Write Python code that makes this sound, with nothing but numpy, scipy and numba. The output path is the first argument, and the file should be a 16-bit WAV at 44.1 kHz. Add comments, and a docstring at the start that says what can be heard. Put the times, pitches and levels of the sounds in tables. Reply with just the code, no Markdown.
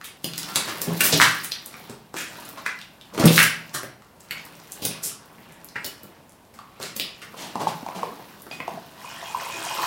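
"""First, cupfuls of water are flung at the walls of a small tiled bathroom and slap down on the floor.
Each impact sets a pocket of air ringing, thumps the surface and throws spray; drops patter in between.
Near 7 s the cup clacks, then knocks and sloshes in a bucket, and near 9 s a tap starts to run into it,
its jet driving resonant bubbles under the surface. Throughout, the hard tiles reflect the sound
into reverberation and low standing waves, over a faint hush."""
import sys
import numpy as np
from scipy import signal
from scipy.fft import rfft, irfft, next_fast_len
from scipy.io import wavfile
from numba import njit

SR = 44100
rng = np.random.default_rng(int(sys.argv[2]) if len(sys.argv) > 2 else 0)


def bounce(signal):
    """Save signal as a 16-bit WAV file at the path given by the first command-line argument."""
    frames = np.transpose(np.atleast_2d(signal))
    limited = np.clip(frames, -1, 1)
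    pcm = np.round(limited * 32767).astype(np.int16)
    wavfile.write(sys.argv[1], SR, pcm)


N = 434826
TIME = np.arange(N) / SR
ECHO_TIME = np.arange(int(.8 * SR)) / SR
LEAD_S = .012  # length of the faint lead-in that softens the onset of each impact

# spectral weighting of soft patter (frequency [Hz], relative level [dB])
PATTER_SPECTRUM = [(120, 0), (180, -2.5), (450, -5), (900, 0), (1700, -2), (3000, -4.5), (5000, -13)]
# spectral weighting of fine spray (frequency [Hz], relative level [dB])
MIST_SPECTRUM = [(2000, -12), (4000, -4), (8000, -11), (15000, -1.5)]


def undb(db):
    """Decibels to amplitude ratio."""
    return 10 ** (np.asarray(db) / 20)


def unit(x):
    """Normalise to rms 1."""
    return x / np.sqrt(np.mean(x ** 2) + 1e-20)


def add(track, s, sound):
    """Superpose a sound on the track at time s."""
    i = max(int(s * SR), 0)
    track[i:i + len(sound)] += sound[:max(N - i, 0)]


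def decay(t, t60):
    """Exponential damping: 60 dB in t60 seconds."""
    return np.exp(-np.log(1000) * t / t60)


def on_log_axis(points, hz):
    """Interpolate (frequency, value) points over log frequency."""
    f, value = np.transpose(points)
    return np.interp(np.log(np.maximum(hz, 1)), np.log(f), value)


def colour(x, points):
    """Spectral shaping by a curve that rolls off beyond its ends; rms 1."""
    size = next_fast_len(len(x))
    hz = np.arange(size // 2 + 1) * SR / size + 1
    skirts = np.minimum(hz / points[0][0], 1) ** 2 * np.minimum(points[-1][0] / hz, 1) ** 2
    spectrum = rfft(x, size) * undb(on_log_axis(points, hz)) * skirts
    return unit(irfft(spectrum, size)[:len(x)])


def band(x, hz, octaves, order):
    """Causal band-pass filter around hz."""
    high = min(hz * 2 ** (octaves / 2), .46 * SR)
    low = min(hz / 2 ** (octaves / 2), .9 * high)
    return signal.lfilter(*signal.butter(order, [low, high], "band", fs=SR), x)


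def lingering(x, fall_s):
    """Leaky integration: the rms envelope of x, its power relaxing with time constant fall_s."""
    keep = np.exp(-1 / (fall_s * SR))
    return np.sqrt(signal.lfilter([1 - keep], [1, -keep], x ** 2))


def hush():
    """Stationary random noise, strongest in the bass, forms the noise floor."""
    # background spectrum (frequency [Hz], relative level [dB])
    spectrum = [(15, -40), (25, -14), (35, -22), (53, -10.5), (195, -5), (354, -11.5), (1020, -12),
                (1230, -19.5), (6210, -31), (14800, -31.5), (16000, -36)]
    return undb(-53.5) * colour(rng.standard_normal(N), spectrum)


def tiled_room():
    """Diffuse field: noise and its decay in bands of about an octave; the treble is absorbed first."""
    # reverberation (frequency [Hz], 60 dB decay time [s])
    reverb_times = [(150, 0.53), (400, 0.38), (1000, 0.42), (2800, 0.44), (7000, 0.31), (15000, 0.19)]
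    size = 2 ** 17
    noise = rfft(rng.standard_normal(size))
    hz = np.arange(size // 2 + 1) * SR / size
    edges = np.geomspace(118, SR / 2, 9)
    return [(irfft(noise * ((hz >= low) & (hz < high))),
             decay(ECHO_TIME, on_log_axis(reverb_times, np.sqrt(low * high))))
            for low, high in zip(edges, edges[1:])]


def heard(x, room, echo_db, gap_s=.0029):
    """Convolution adds wall reflections to the direct sound; each spot has its own impulse response."""
    spot = int(rng.random() * (len(room[0][0]) - len(ECHO_TIME)))
    tail = sum(noise[spot:spot + len(fade)] * fade for noise, fade in room)
    tail *= np.clip(ECHO_TIME / gap_s - 1, 0, 1)
    response = undb(echo_db) * tail / np.linalg.norm(tail)
    response[0] = 1
    return signal.fftconvolve(x, response)[:N]


def standing_waves(x):
    """Modal resonance: the small room booms on at its lowest natural frequencies."""
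    # room modes (frequency [Hz], 60 dB decay time [s], relative level [dB])
    modes = [(115, .8, -60), (165, .75, -55), (228, .7, -60), (286, .7, -61), (324, .7, -62),
             (414, .7, -63)]
    response = sum(undb(db) * np.cos(2 * np.pi * hz * ECHO_TIME) * decay(ECHO_TIME, t60)
                   for hz, t60, db in modes)
    return undb(-7) * signal.fftconvolve(x, response)[:N]


@njit
def damped_bubbles(start, hz, cycles, amplitude, glide, length):
    """Damped oscillators whose resonance rises as each bubble nears the surface."""
    out = np.zeros(length)
    for k in range(len(start)):
        life = int(cycles[k] * SR / hz[k]) + 2
        omega = 2 * np.pi * hz[k] / SR
        phasor = amplitude[k] + 0j
        step = np.exp(1j * omega - 6 / life)
        bend = np.exp(1j * omega * glide / life)
        for i in range(start[k], min(start[k] + life, length)):
            phasor *= step
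            step *= bend
            out[i] += phasor.imag
    return out


def bubbles(per_s, low_hz, high_hz, cycles, scatter_db, glide):
    """A random point process of resonating bubbles or droplets of unequal size."""
    when, pitch, life, strength = rng.random((int(per_s * N / SR), 4)).T
    start = (when * N).astype(np.int64)
    hz = low_hz * (high_hz / low_hz) ** pitch
    amplitude = undb(scatter_db * np.minimum(-np.log(1 - strength), 4)) * np.sqrt(hz)
    return damped_bubbles(start, hz, cycles * (.5 + life), amplitude, float(glide), N)


def stray_drips():
    """Sparse impulses: small drops land with heavily damped ticks."""
    ticks = bubbles(per_s=9, low_hz=5000, high_hz=15000, cycles=3, scatter_db=3.5, glide=.1)
    return undb(-70) * unit(ticks)


def runoff():
    """Incoherent sources add in power: showers of drops from the wet walls swell over a trickle."""
    # showers (peak time [s], 20 dB rise [s], 20 dB fall [s], patter level [dB], spray level [dB])
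    showers = [(.43, 0.22, 1.27, -49.5, -46.5), (.74, 0.43, 0.45, -42, -46), (1.18, 0.38, 0.26, -36, -31),
               (1.8, .5, 0.3, -51.5, -54), (2.38, 0.18, 0.4, -46.5, -48.5), (3.23, 0.09, 0.1237, -26, -46),
               (3.38, 0.1, 0.1168, -34, -24), (3.68, 1.3, .2, -54.5, -58), (4.38, 0.3, 0.8, -52.5, -57.5),
               (4.92, .45, 0.19, -48.5, -49.5), (5.45, .5, 0.36, -53, -62), (6.08, 1, 0.3, -58.5, -65.5),
               (6.8, 0.28, 0.4, -55.5, -64), (7.22, 0.15, -0.2, -54, -58)]  # the last has a negative fall, so it holds to the end
    patter_power, mist_power = undb(-69) ** 2, undb(-76) ** 2  # the steady trickle
    for s, rise_s, fall_s, patter_db, spray_db in showers:
        from_peak = np.clip(np.maximum((s - TIME) / rise_s, (TIME - s) / fall_s), 0, 10)
        power = undb(-20 * from_peak ** 1.42) ** 2  # a rounded top with ever steeper sides
        patter_power += power * undb(patter_db) ** 2
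        mist_power += power * undb(spray_db) ** 2
    drops = bubbles(per_s=420, low_hz=157, high_hz=3880, cycles=11, scatter_db=2, glide=.35)
    ticks = bubbles(per_s=1600, low_hz=3030, high_hz=15000, cycles=3.2, scatter_db=5.5, glide=.1)
    patter = np.sqrt(patter_power) * colour(drops, PATTER_SPECTRUM)
    return patter + np.sqrt(mist_power) * colour(ticks, MIST_SPECTRUM)


def rebound(water):
    """Secondary impacts: each splash throws off droplets that ping down just after it."""
    airborne = lingering(band(water, 3300, octaves=5.9, order=1), fall_s=.013)
    pings = bubbles(per_s=220, low_hz=996, high_hz=8800, cycles=16, scatter_db=5.5, glide=.18)
    return undb(-19.5) * airborne * unit(pings)


def rings(table, room, echo_db, swell_cycles):
    """Free vibration: each resonator swells briefly, then decays at its natural frequency."""
    out, t = np.zeros(N), np.arange(SR // 2) / SR
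    for s, hz, t60, db in table:
        swell = 1 - np.exp(-(hz * t / swell_cycles) ** 2)
        tone = undb(db) * swell * decay(t, t60) * np.sin(2 * np.pi * hz * t)
        add(out, s, heard(tone, room, echo_db))
    return out


def clinks(room):
    """Lightly struck, the cup, the rail and the tap handle ring in their natural modes."""
    # struck modes (time [s], frequency [Hz], 60 dB decay time [s], level [dB])
    modes = [(.244, 2820, 0.044, -25), (.244, 4950, .03, -21), (4.309, 4460, 0.024, -23),
             (5.866, 2956, 0.28, -37.5), (6.998, 2970, 0.04, -25), (6.998, 4780, .006, -8.5),
             (8.514, 2495, 0.19, -34.5), (8.513, 4790, 0.035, -32), (8.602, 2554, 0.13, -39)]
    return rings(modes, room, echo_db=-6, swell_cycles=.83)


def plops(room, decay_cycles=28):
    """Bubble resonance at constant Q: larger, lower air pockets ring longer."""
    # single air pockets (time [s], frequency [Hz], level [dB])
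    pockets = [(1.520, 4130, -8), (2.662, 1690, -12.5), (4.310, 2170, -17), (5.762, 1930, -13),
               (6.589, 1120, -24), (7.6695, 860, -4.5), (7.8625, 880, -25), (8.030, 1057, -10.5),
               (8.031, 474, -16.5), (8.602, 1030, -23), (8.678, 713, -18), (8.773, 677, -21.5),
               (9.045, 990, -20.5), (9.3465, 990, -8), (9.467, 963, -19), (9.664, 737, -20),
               (9.788, 1000, -17), (9.835, 1030, -14)]
    tones = [(s, hz, decay_cycles / hz, db) for s, hz, db in pockets]
    return rings(tones, room, echo_db=-5.5, swell_cycles=1.73)


def gulps(room):
    """Mass-spring resonance: big air pockets pulsate under a mass of water."""
    # big air pockets (time [s], frequency [Hz], 60 dB decay time [s], level [dB])
    pockets = [(.876, 168.4, 0.39, -21), (.912, 171.5, 0.26, -24.5), (1.134, 289, 0.13, -16),
               (1.190, 119.1, 0.66, -29.5), (3.194, 250, .12, -20), (3.237, 220, 0.13, -5.5),
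               (3.24, 119.6, 0.57, -20.5), (3.255, 165.3, 0.21, -3.5), (3.256, 318, 0.13, -12.5)]
    return rings(pockets, room, echo_db=-16, swell_cycles=.64)


def impact(spread_s, ring_hz, ring_db, thump_db, spray_hz, spray_db,
           ring_octaves, thump_hz, grit_db, snap_s, order):
    """Impulsive excitation: many tiny blows ring a cavity of air, thump the surface and throw spray."""
    t = np.arange(int((LEAD_S + .03 + 6 * spread_s) * SR)) / SR - LEAD_S
    landed = np.maximum(t, 0)
    contact = (1 - np.exp(-landed / (.6 * spread_s))) * np.exp(-landed / spread_s)
    contact += undb(-24) * np.exp(-np.abs(t) / .0065)  # a faint lead-in softens the onset
    grit = undb(grit_db * rng.standard_normal(len(t))).repeat(25)[:len(t)]
    blows = contact * grit * rng.standard_normal((3, len(t)))
    # a compact impact is mostly one clean snap
    snap_at = int((LEAD_S + .4 * spread_s) * SR)
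    blows[:, snap_at] += np.linalg.norm(blows[0]) * snap_s / spread_s
    ring = undb(ring_db) * unit(band(blows[0], ring_hz, ring_octaves, order))
    thump = undb(thump_db) * unit(band(blows[1], thump_hz, octaves=2.62, order=3))
    spray = undb(spray_db) * unit(band(blows[2], spray_hz, octaves=1.88, order=1))
    # each level is that of the burst's energy packed into 13 ms
    return (ring + thump + spray) * np.sqrt(.013 * SR / len(t))


def impacts(table, room, echo_db, **timbre):
    """Superposition of impacts, each with the reflections of its own spot."""
    out = np.zeros(N)
    for s, *row in table:
        add(out, s - LEAD_S, heard(impact(*row, **timbre), room, echo_db))
    return out


def heavy_drops(room, spread_s=.0014):
    """Brief contact gives a broad spectrum: a drop ticks on tile with a trace of thump and spray."""
    # single drops (time [s], frequency [Hz], level [dB])
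    drops = [(.013, 1490, -42.5), (.335, 3750, -38), (.431, 4560, -36.5), (1.519, 4140, -30),
             (1.66, 12000, -38.5), (1.741, 1710, -43.5), (2.452, 8950, -46), (2.49, 13000, -42.5),
             (2.789, 4400, -47), (2.814, 3300, -42.5), (3.012, 3000, -48), (4.021, 1580, -53),
             (4.206, 7550, -52), (4.452, 11300, -47), (4.553, 6540, -55.5), (4.599, 5960, -54),
             (4.720, 9200, -37.5), (5.523, 9000, -55), (5.645, 12000, -44), (5.687, 5170, -48.5),
             (5.863, 14100, -35), (6.033, 15000, -44.5), (6.294, 8600, -56), (6.589, 1100, -44),
             (8.420, 12070, -46.5)]
    ticks = [(s, spread_s, hz, db, db - 19, hz * 1.6, db - 6) for s, hz, db in drops]
    return impacts(ticks, room, echo_db=-.7,
                   ring_octaves=.84, thump_hz=280, grit_db=3.5, snap_s=.0014, order=2)


def tap(open_s=8.92, opening_s=.13, full_s=9.86):
    """Air entrainment: the jet makes bubbles, plinks and fizz; the fizz outgrows the bubbling."""
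    # spectral weighting of large bubbles (frequency [Hz], relative level [dB])
    bubbling_spectrum = [(120, -6.5), (250, -20), (500, -12.5), (750, -3), (1000, 2.5), (1300, -9),
                         (2000, -5.5), (3000, -41)]
    # spectral weighting of surface fizz (frequency [Hz], relative level [dB])
    fizz_spectrum = [(1000, 0), (1700, -9), (2700, -2), (3500, -4.5), (5000, -3), (7500, -3.5), (11000, -7),
                     (15500, -3)]
    opened = np.clip((TIME - open_s) / opening_s, 0, 1)
    until_full_s = np.maximum(full_s - TIME, 0)
    big = bubbles(per_s=420, low_hz=243, high_hz=2180, cycles=13.5, scatter_db=4.5, glide=.058)
    plinks = bubbles(per_s=83, low_hz=2390, high_hz=3410, cycles=78, scatter_db=5, glide=.08)
    small = bubbles(per_s=3200, low_hz=1220, high_hz=15000, cycles=17, scatter_db=4.5, glide=.14)
    bubbling = undb(-35.5 - 12 * until_full_s) * colour(big, bubbling_spectrum)
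    fizz = undb(-34 - 18 * until_full_s) * (colour(small, fizz_spectrum) + undb(-8) * unit(plinks))
    return opened * (bubbling + fizz)


def bucket(room, knock_spread_s=.002, gurgle_hz=834, splash_hz=2800):
    """Knocks and sloshes of the cup excite hollow resonances; the stirred water bubbles as it settles."""
    # cup against bucket (time [s], frequency [Hz], ring level [dB], thump level [dB])
    knocks = [(7.342, 930, -42, -45), (7.555, 820, -28, -31.5), (7.670, 836, -29.5, -30),
              (7.828, 230, -40.5, -40), (7.863, 825, -33.5, -62), (7.886, 885, -34.5, -40.5),
              (8.031, 773, -29, -33), (8.466, 1320, -46.5, -44), (8.512, 2437, -42, -40),
              (8.602, 2140, -34.5, -37.5), (8.678, 754, -31, -37.5), (8.736, 197, -39.5, -52),
              (8.773, 660, -47, -46)]
    # cup through water (time [s], spread [s], gurgle level [dB], splash level [dB])
    sloshes = [(7.366, .062, -38, -32), (7.595, 0.027, -26.5, -34), (7.675, 0.015, -43, -33.5),
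               (7.945, .032, -34, -38.5), (8.190, .018, -43.5, -56), (8.514, 0.029, -52, -40.5)]
    blows = [(s, knock_spread_s, hz, db, thump_db, splash_hz, db - 14.5)
             for s, hz, db, thump_db in knocks]
    blows += [(s, spread_s, gurgle_hz, db, db - 1.5, splash_hz, splash_db)
              for s, spread_s, db, splash_db in sloshes]
    cup = impacts(blows, room, echo_db=-2.5,
                  ring_octaves=.87, thump_hz=316, grit_db=2.5, snap_s=.0013, order=3)
    stirred = bubbles(per_s=400, low_hz=158.6, high_hz=3740, cycles=12.5, scatter_db=4, glide=.28)
    drops = bubbles(per_s=1000, low_hz=3020, high_hz=15100, cycles=2.5, scatter_db=2.5, glide=.1)
    wake = undb(-12.5) * lingering(cup, fall_s=.028) * colour(stirred, PATTER_SPECTRUM)
    spatter = undb(-21) * lingering(cup, fall_s=.16) * colour(drops, MIST_SPECTRUM)
    return cup + heard(wake + spatter, room, echo_db=-4.5)


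def splashes_and_clack(room):
    """Impact: flung water traps air and breaks into spray on the tiles; the cup clacks once near 7 s."""
    # water landing, and one sharp clack of the cup at 6.998 s (time [s], spread [s],
    # ring frequency [Hz], ring level [dB], thump level [dB], spray centre [Hz], spray level [dB])
    hits = [ (.040, .013, 2800, -40, -53.5, 9000, -37.5), (.243, 0.0023, 3680, -33, -33.5, 9900, -30),
            (.378, .0045, 1660, -41.5, -45, 7850, -29), (.482, .012, 1090, -36.5, -60, 3970, -39),
            (.5575, 0.0028, 8500, -23, -36.5, 3540, -20.5), (.566, .006, 925, -33, -36.5, 6000, -40),
            (.672, .016, 1320, -33, -38.5, 2970, -31.5), (.816, .0025, 7160, -42, -39, 12000, -24.5),
            (.868, .023, 795, -37, -26.5, 7000, -49), (1.006, .0036, 2080, -18.5, -34, 8200, -18.5),
            (1.036, 0.017, 1800, -43, -34.5, 14000, -14), (1.123, 0.0089, 4400, -18, -20, 2920, -26.5),
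            (1.200, 0.00061, 1440, -15.5, -39, 4800, -33), (1.204, 0.024, 1470, -11, -54, 4040, -16),
            (1.433, 0.012, 1670, -42, -60, 11200, -29), (1.894, 0.0067, 1250, -47, -38, 3680, -43.5),
            (2.141, 0.0024, 1200, -38, -37, 6000, -44), (2.158, 0.037, 1870, -31, -41, 4560, -30),
            (2.572, 0.0099, 1020, -39, -52.5, 2630, -43.5), (2.662, .002, 1600, -25.5, -46.5, 3380, -36),
            (3.135, .02, 594, -53, -38, 3800, -41), (3.177, .0033, 1000, -35, -27, 3770, -37),
            (3.194, .0067, 900, -31.5, -19, 3900, -27), (3.238, .0035, 420, -31, -18, 2900, -31),
            (3.254, .0054, 480, -32, -18.5, 8900, -19.5), (3.273, 0.0065, 3100, -21.5, -41, 9000, -33),
            (3.310, 0.048, 5000, -26.5, -37.5, 10000, -20.5), (3.378, .0021, 1900, -12.5, -42, 7000, -30.5),
            (3.386, .012, 1960, -13, -41, 6500, -21), (3.425, .0077, 2300, -38, -40.5, 11000, -18.5),
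            (3.740, .011, 1380, -31.5, -38, 6400, -27.5), (3.832, 0.0027, 1380, -41, -38.5, 11000, -42),
            (4.308, .0038, 2090, -31.5, -46.5, 10000, -37), (4.818, .018, 3930, -33, -33, 10000, -33),
            (4.851, .0029, 3400, -37, -36.5, 9800, -22), (5.029, 0.022, 8750, -25, -45.5, 6950, -32.5),
            (5.756, .0055, 1570, -31, -43.5, 2600, -49), (5.844, 0.0052, 4800, -36.5, -40.5, 11000, -32.5),
            (6.030, .012, 340, -52.5, -49, 14000, -53), (6.536, .013, 1410, -55, -55, 6000, -53),
            (6.799, .003, 1000, -42.5, -39.5, 5000, -47), (6.808, 0.03, 1650, -38.5, -41, 3800, -31.5),
            (6.964, .0022, 15100, -31, -42, 5000, -35.5), (6.998, .0008, 3260, -26, -40, 14000, -30.5),
            (7.216, .009, 1830, -40, -51, 4200, -46)]
    return impacts(hits, room, echo_db=.5,
                   ring_octaves=.98, thump_hz=238, grit_db=5, snap_s=.0015, order=2)


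def scene():
    """Splashes, bucket and tap superpose in the reverberant room and drive its modes."""
    room = tiled_room()
    hits = splashes_and_clack(room) + heavy_drops(room)
    falling = runoff() + rebound(hits) + stray_drips()
    far = hits + heard(falling, room, echo_db=-.25) + clinks(room) + plops(room)
    # the bucket stands close by, so it sounds drier and stirs the room's modes less
    near = bucket(room) + heard(tap(), room, echo_db=-1.5)
    gulping = gulps(room)
    boom = standing_waves(far + undb(-3) * near + undb(-15.5) * gulping)
    return (far + near + gulping + boom + hush())[None]


def record(dry):
    """Saturation and band limiting: peaks clip at full scale and the treble ends at 16 kHz."""
    low_pass = signal.ellip(12, .2, 70, 16000, fs=SR, output="sos")
    return signal.sosfilt(low_pass, np.clip(dry, -1, 1))


dry = scene()
out = record(dry)
bounce(out)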